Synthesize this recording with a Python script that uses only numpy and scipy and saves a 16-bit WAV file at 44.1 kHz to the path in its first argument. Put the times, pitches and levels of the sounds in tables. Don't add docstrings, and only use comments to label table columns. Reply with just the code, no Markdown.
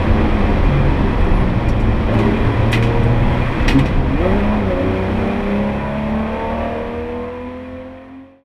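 import sys
import numpy as np
from scipy import signal
from scipy.fft import rfft, irfft, next_fast_len
from scipy.io import wavfile
from scipy.ndimage import uniform_filter1d

SR = 44100
rng = np.random.default_rng(int(sys.argv[2]) if len(sys.argv) > 2 else 0)


def waveform_to_disk(signal):
    frames = np.transpose(np.atleast_2d(signal))
    scaled = np.clip(frames, -1, 1) * 32767
    samples = np.round(scaled).astype(np.int16)
    wavfile.write(sys.argv[1], SR, samples)


N = 372204
T = np.arange(N) / SR


def undb(db):
    return 10 ** (np.asarray(db) / 20)


def unit(x):
    return x / np.sqrt(np.mean(x ** 2))


def curves(table):
    times_s, *columns = np.transpose(table)
    return [np.interp(T, times_s, column) for column in columns]


def wander(rate_hz):
    count = int(8 * rate_hz * N / SR) + 2
    f = np.arange(count // 2 + 1) * SR / N
    slow = irfft(rfft(rng.standard_normal(count)) / (1 + (f / rate_hz) ** 4), 4 * count)
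    return np.interp(T, np.linspace(0, N / SR, len(slow)), unit(slow))


def swell(start_s, end_s):
    return np.sqrt(np.abs(np.sin(np.pi * np.clip((T - start_s) / (end_s - start_s), 0, 1))))


def strike(at_s, t60_s, rise_s):
    age_s = np.maximum(T - at_s, 0)
    return np.minimum(age_s / rise_s, 1) * np.exp(-np.log(1000) * age_s / t60_s)


def peaks_db(f, resonances):
    return sum(db / (1 + (2 * (f - centre_hz) / width_hz) ** 2) for centre_hz, width_hz, db in resonances)


def response_db(f, spectrum, resonances):
    hz, db = np.transpose(spectrum)
    return np.interp(np.log(f + 1), np.log(hz), db) + peaks_db(f, resonances)


def noise(spectrum, resonances=(), flutter=1):
    size = next_fast_len(N + SR // 2, real=True)
    f = np.arange(size // 2 + 1) * SR / size
    cepstrum = irfft(np.log(undb(response_db(f, spectrum, resonances))), size)
    cepstrum[1:size // 2] *= 2
    cepstrum[size // 2 + 1:] = 0
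    drive = rng.standard_normal(N) * flutter
    return unit(irfft(rfft(drive, size) * np.exp(rfft(cepstrum)), size)[:N])


# t/s, firing rate/Hz
FIRING_RATE = [(0, 169.8), (.75, 140.8), (1.55, 120.6), (1.8, 109.7), (2.2, 108.8), (3.6, 123.5),
               (3.8, 138.2), (3.95, 137.3), (4.08, 132.3), (4.15, 137.9), (4.22, 175.4), (4.35, 198),
               (4.5, 212), (4.6, 205.6), (4.68, 187.2), (4.75, 179), (4.85, 185.9), (5, 188.8),
               (6.75, 233.4), (8.44, 272.5)]

def crank(lumpy_hz=0.6, jerk_s2=6e-5):
    firing_hz, = curves(FIRING_RATE)
    slew_hz_per_s = uniform_filter1d(np.abs(np.gradient(firing_hz)) * SR, SR // 8)
    wobble = lumpy_hz / firing_hz + jerk_s2 * slew_hz_per_s
    return firing_hz, np.cumsum(firing_hz * (1 + wobble * wander(30))) / SR


# press/s, release/s, opening/0-1, bark/dB
PEDAL = [(2.11, 3.37, 0.71, 3.5), (3.66, 3.48, 0.7, 4.5), (4.175, 4.54, 0.56, 5), (4.66, 8.6, 0.84, -1.5)]

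def throttle(down_s=0.04, up_s=0.22, bark_s=0.2):
    load, bark_db = 0, 0
    for press_s, release_s, opening, db in PEDAL:
        pressed = np.clip((T - press_s) / down_s, 0, 1)
        held = np.clip(1 - (T - release_s) / up_s, 0, 1)
        load += opening * pressed * held
        bark_db += db * swell(press_s, min(press_s + bark_s, release_s + up_s))
    return load, bark_db


# order/(firing rate / 6), coasting level/dB, full-throttle level/dB
BOOM_ORDERS = [(3, -34, -48), (6, -29, -23.5), (8, -36, -44), (9, -40, -44), (12, -36, -29.5),
               (16, -55, -44), (18, -42.5, -34), (24, -49, -36.5)]
# f/Hz, width/Hz, gain/dB
CABIN_WAVES = [(89.8, 29, 12.5), (118.4, 8, 6.5), (139.8, 9.3, 15.5), (161.8, 26.4, -22.5), (202, 21, 4.5),
               (219.4, 12.3, 9), (224.5, 2.2, -17.5), (268.6, 31, 6), (323.3, 7.9, 6), (376, 9, 4),
               (405.3, 19, 7.5), (425, 20, -15), (515.5, 100, 10.5), (530.4, 5.6, -20), (547, 9.7, 8.5),
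               (640, 21, 4.5), (694, 24, 10.5), (749, 33, -11), (900, 33, 12), (993, 18, 8)]
# start/s, end/s, order/(firing rate / 6), peak level/dB
DRONES = [(0, 0.523, 8, -23), (.62, 1.006, 6, -22.5), (1.208, 1.617, 9, -21.5), (1.55, 2.1, 3, -23),
          (2.144, 2.552, 22, -25), (2.148, 2.32, 18, -26), (2.276, 2.623, 15, -23.5), (2.718, 3.2, 24, -26),
          (3.712, 3.807, 12, -13.5), (4.103, 4.18, 12, -20), (4.65, 5.3, 3, -25), (4.702, 4.99, 9, -24),
          (5.037, 5.48, 7, -21.5), (5.5, 6.29, 4, -28), (6.3, 6.903, 14, -32), (6.877, 7.346, 12, -20)]

def exhaust_boom(firings, firing_hz, load, sputter_hz=30, waver_db=1.84):
    f = np.arange(SR // 8)
    cabin_db = peaks_db(f, CABIN_WAVES)
    power = {}
    for order, coast_db, full_db in BOOM_ORDERS:
        source_db = coast_db + load * (full_db - coast_db)
        lift_db = np.interp(order * firing_hz / 6, f, cabin_db)
        power[order] = undb(source_db + lift_db + waver_db * wander(4)) ** 2
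    for start_s, end_s, order, db in DRONES:
        power[order] = power.get(order, 0) + (undb(db) * swell(start_s, end_s)) ** 2
    out, sputter_depth = 0, sputter_hz / firing_hz
    for order in power:
        tone = np.sin(2 * np.pi * (order * firings / 6 + rng.random()))
        out += np.sqrt(2 * power[order]) * (1 + sputter_depth * wander(25)) * tone
    return out


# f/Hz, width/Hz, gain/dB
CABIN_MODES = [(87.8, 27, 10), (121, 16, 0), (165, 17, -4), (220, 68, 5.5), (278.6, 8.2, 6.5),
               (320.2, 22.6, 11), (393.3, 47, 10), (415, 52, -5), (495, 45, 2.5), (545, 60, 3),
               (699, 22, 4), (770, 51, 1.5), (959, 41, 4), (1088, 31, 3), (1940, 570, 5), (2418, 49, 10.5),
               (2510, 65, 2), (2595, 20, 10), (3280, 300, 5.5), (5520, 510, 4.5)]
# f/Hz, level/dB
GROWL_SPECTRUM = [(30, -15.5), (65, 5.5), (100, -0.5), (140, 5.5), (230, 3.5), (330, -5), (520, 1),
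                  (750, -4), (1050, -5.5), (1300, -14.5), (2000, -19.5), (2600, -20), (4000, -39)]
ORDER_TRIM_DB = {2: 4, 3: -7, 4: -8.5, 7: -1.5, 8: -4.5, 11: -17.5, 13: -4.5, 14: 0.5, 16: 2.5, 20: 0, 22:
                 5, 26: 4.5, 27: -11, 28: 6, 30: 3.5, 42: 10, 52: 7, 54: -2}
# firing rate/Hz, width/Hz, gain/dB
PIPE_PEAKS = [(189, 16, 0.5), (230.3, 17, 6)]

def exhaust_growl(firings, firing_hz, load, coast_db=-28.5, load_db=4, mode_gap_hz=24, flicker_db=3):
    f = np.arange(SR // 8)
    softened_modes = [(hz, width_hz, 0.83 * db) for hz, width_hz, db in CABIN_MODES]
    gain = undb(response_db(f, GROWL_SPECTRUM, softened_modes))
    cycle = np.exp(2j * np.pi * firings / 6)
    phasor, out = 1, 0
    for order in range(1, 80):
        phasor = phasor * cycle
        if order in (6, 9, 12, 18, 24):
            continue
        modes = rng.standard_normal((SR // 100, 2)) @ [1, 1j]
        direct = np.exp(2j * np.pi * rng.random())
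        reflected = 0.63 * np.interp(f / mode_gap_hz, np.arange(len(modes)), modes)
        tone = phasor * np.interp(order * firing_hz / 6, f, gain * (direct + reflected))
        ignition_jitter = min(0.042 * order, 0.5) * wander(30)
        balance_db = ORDER_TRIM_DB.get(order, 0) + flicker_db * wander(5)
        out += (tone.real + ignition_jitter * tone.imag) * undb(balance_db)
    combustion_scatter = undb(0.87 * wander(60))
    level_db = coast_db + load_db * load + peaks_db(firing_hz, PIPE_PEAKS)
    return undb(level_db) * unit(out * np.sqrt(firing_hz) * combustion_scatter)


# f/Hz, level/dB
RATTLE_SPECTRUM = [(300, -8.5), (900, 4.5), (1500, 1), (2200, -0.5), (3000, -7), (4000, -13), (5000, -23),
                   (6000, -26.5), (7200, -30), (9000, -29.5), (11300, -35), (12300, -37.5), (15000, -43.5)]
# t/s, level/dB
RATTLE_LEVELS = [(0, -29), (.5, -29), (1.9, -32.5), (2.2, -30), (3.1, -32), (3.6, -27.5), (4.05, -33),
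                 (4.3, -30), (4.75, -33.5), (5.3, -32), (5.9, -34), (6.6, -31), (7.2, -33.5), (8.44, -32.5)]

def bright_rattle(firings, load, load_db=2.5, flicker_db=0.5):
    base_db, = curves(RATTLE_LEVELS)
    firing_throb = 1 + 0.11 * np.cos(2 * np.pi * firings)
    crank_throb = 1 + 0.05 * np.cos(2 * np.pi * firings / 3)
    flutter = firing_throb * crank_throb * undb(flicker_db * wander(45))
    return undb(base_db + load_db * load) * noise(RATTLE_SPECTRUM, CABIN_MODES, flutter)


# f/Hz, level/dB
HISS_SPECTRUM = [(3000, -23), (5600, -4), (7500, -18.5), (9000, -1), (10200, -8.5), (11200, 3),
                 (12200, -15.5), (15000, -14)]

def intake_hiss(load, bark_db, coast_db=-71, load_db=7):
    return undb(coast_db + load_db * load + bark_db) * noise(HISS_SPECTRUM)


# t/s, tyre level/dB, wind level/dB
ROAD_LEVELS = [(0, -19.5, -16), (1.1, -21, -14), (1.9, -23, -19.5), (2.15, -20, -19.5), (2.45, -23.5, -20),
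               (2.75, -21.5, -17), (3.3, -25, -17), (3.8, -20, -16.5), (4.05, -25.5, -18),
               (4.55, -24, -20.5), (4.9, -27, -27.5), (6.2, -30, -29.5), (6.7, -29, -28),
               (7.4, -36.5, -30.5), (8.44, -37, -35)]
# f/Hz, level/dB
TYRE_SPECTRUM = [(40, -15.5), (90, -4), (200, 1.5), (330, -5), (500, -6.5), (800, -9), (1150, -11.5),
                 (1500, -20.5), (2500, -28.5), (5000, -38), (15000, -101.5)]

def tyre_roar(flutter_db=0.54):
    level_db, _ = curves(ROAD_LEVELS)
    return undb(level_db) * noise(TYRE_SPECTRUM, CABIN_MODES, undb(flutter_db * wander(25)))


# f/Hz, level/dB
WIND_SPECTRUM = [(10, -14.5), (22, -2.5), (31, 3.5), (45, -3), (60, -6.5), (85, -5), (130, -14.5),
                 (250, -20), (800, -82)]

def wind_buffet(gust_db=1.43, gust_hz=9):
    _, level_db = curves(ROAD_LEVELS)
    return undb(level_db + gust_db * wander(gust_hz)) * noise(WIND_SPECTRUM)


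# f/Hz, level/dB
GRIT_SPECTRUM = [(500, -24.5), (2000, -15.5), (4000, 1.5), (6000, -7), (9000, -6), (12000, -10),
                 (15000, -17)]
# f/Hz, level/dB
ARCH_SPECTRUM = [(300, -20), (1300, 1.5), (2100, 7), (3000, 6), (4200, -4.5), (6000, -22.5), (12000, -32.5),
                 (15000, -45)]
# f/Hz, width/Hz, gain/dB
PANEL_MODES = [(1980, 130, 11), (2506, 50, 12), (2700, 35, -9), (2970, 63, 0.5), (5580, 220, 10)]
# t/s, tick level/dB, tick f/Hz, clang level/dB, t60/s
STONE_HITS = [(1.200, -51, 11000, -60, 0.094), (1.240, -54, 9500, -60, 0.13), (1.686, -35, 5560, -50, 0.1),
              (1.797, -46, 6800, -52, 0.17), (2.137, -51, 11000, -34, 0.13),
              (2.187, -43, 6800, -27.5, 0.18), (2.717, -32, 10500, -32, 0.16),
              (2.727, -34, 6020, -11, 0.15), (2.823, -39, 5900, -24.5, 0.24), (3.033, -44, 8310, -49, .09),
              (3.678, -24.5, 4500, -13.5, 0.19), (3.788, -37.5, 7500, -21, 0.099),
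              (3.855, -39.5, 4500, -28.5, 0.2)]

def stones(rise_s=0.0033, rattle_db=0.5, tick_q=1.9):
    grit = noise(GRIT_SPECTRUM, PANEL_MODES)
    arch = noise(ARCH_SPECTRUM, PANEL_MODES)
    out = 0
    for at_s, tick_db, tick_hz, clang_db, t60_s in STONE_HITS:
        ping = unit(signal.lfilter(*signal.iirpeak(tick_hz, tick_q, fs=SR), grit))
        tick = unit(ping + 0.59 * grit)
        out += strike(at_s, t60_s, rise_s) * (undb(tick_db) * tick + undb(clang_db) * arch)
    return out * undb(rattle_db * (wander(200) - 0.5))


def brake_squeal(start_s=1.26, end_s=1.46, pitch_hz=10480, level_db=-59):
    envelope = undb(level_db + 3.6 * wander(30)) * swell(start_s, end_s)
    hz = pitch_hz * (1 + 0.0028 * wander(150))
    return envelope * np.sin(2 * np.pi * np.cumsum(hz) / SR)


# t/s, level/dB
KNOCK_HITS = [(2.084, -15.5)]
# f/Hz, level/dB
KNOCK_SPECTRUM = [(100, -15), (350, -16), (600, 19), (1000, -20), (1600, -8), (3000, -19), (8000, -65)]

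def driveline_knock(t60_s=0.25, rise_s=0.0023):
    envelope = sum(undb(db) * strike(at_s, t60_s, rise_s) for at_s, db in KNOCK_HITS)
    return envelope * noise(KNOCK_SPECTRUM, CABIN_MODES)


def scene(fade_s=3.24):
    firing_hz, firings = crank()
    load, bark_db = throttle()
    exhaust = exhaust_boom(firings, firing_hz, load) + exhaust_growl(firings, firing_hz, load)
    mix = undb(bark_db) * exhaust + bright_rattle(firings, load) + intake_hiss(load, bark_db)
    mix += tyre_roar() + wind_buffet() + stones() + driveline_knock() + brake_squeal()
    fade = np.clip((N / SR - T) / fade_s, 0, 1)
    return (fade * mix)[None]


def record(dry, ceiling=0.85, cutoff_hz=15000):
    rounded = dry / (1 + (dry / ceiling) ** 8) ** (1 / 8)
    return signal.sosfilt(signal.ellip(8, 0.2, 80, cutoff_hz, fs=SR, output="sos"), rounded)


dry = scene()
out = record(dry)
waveform_to_disk(out)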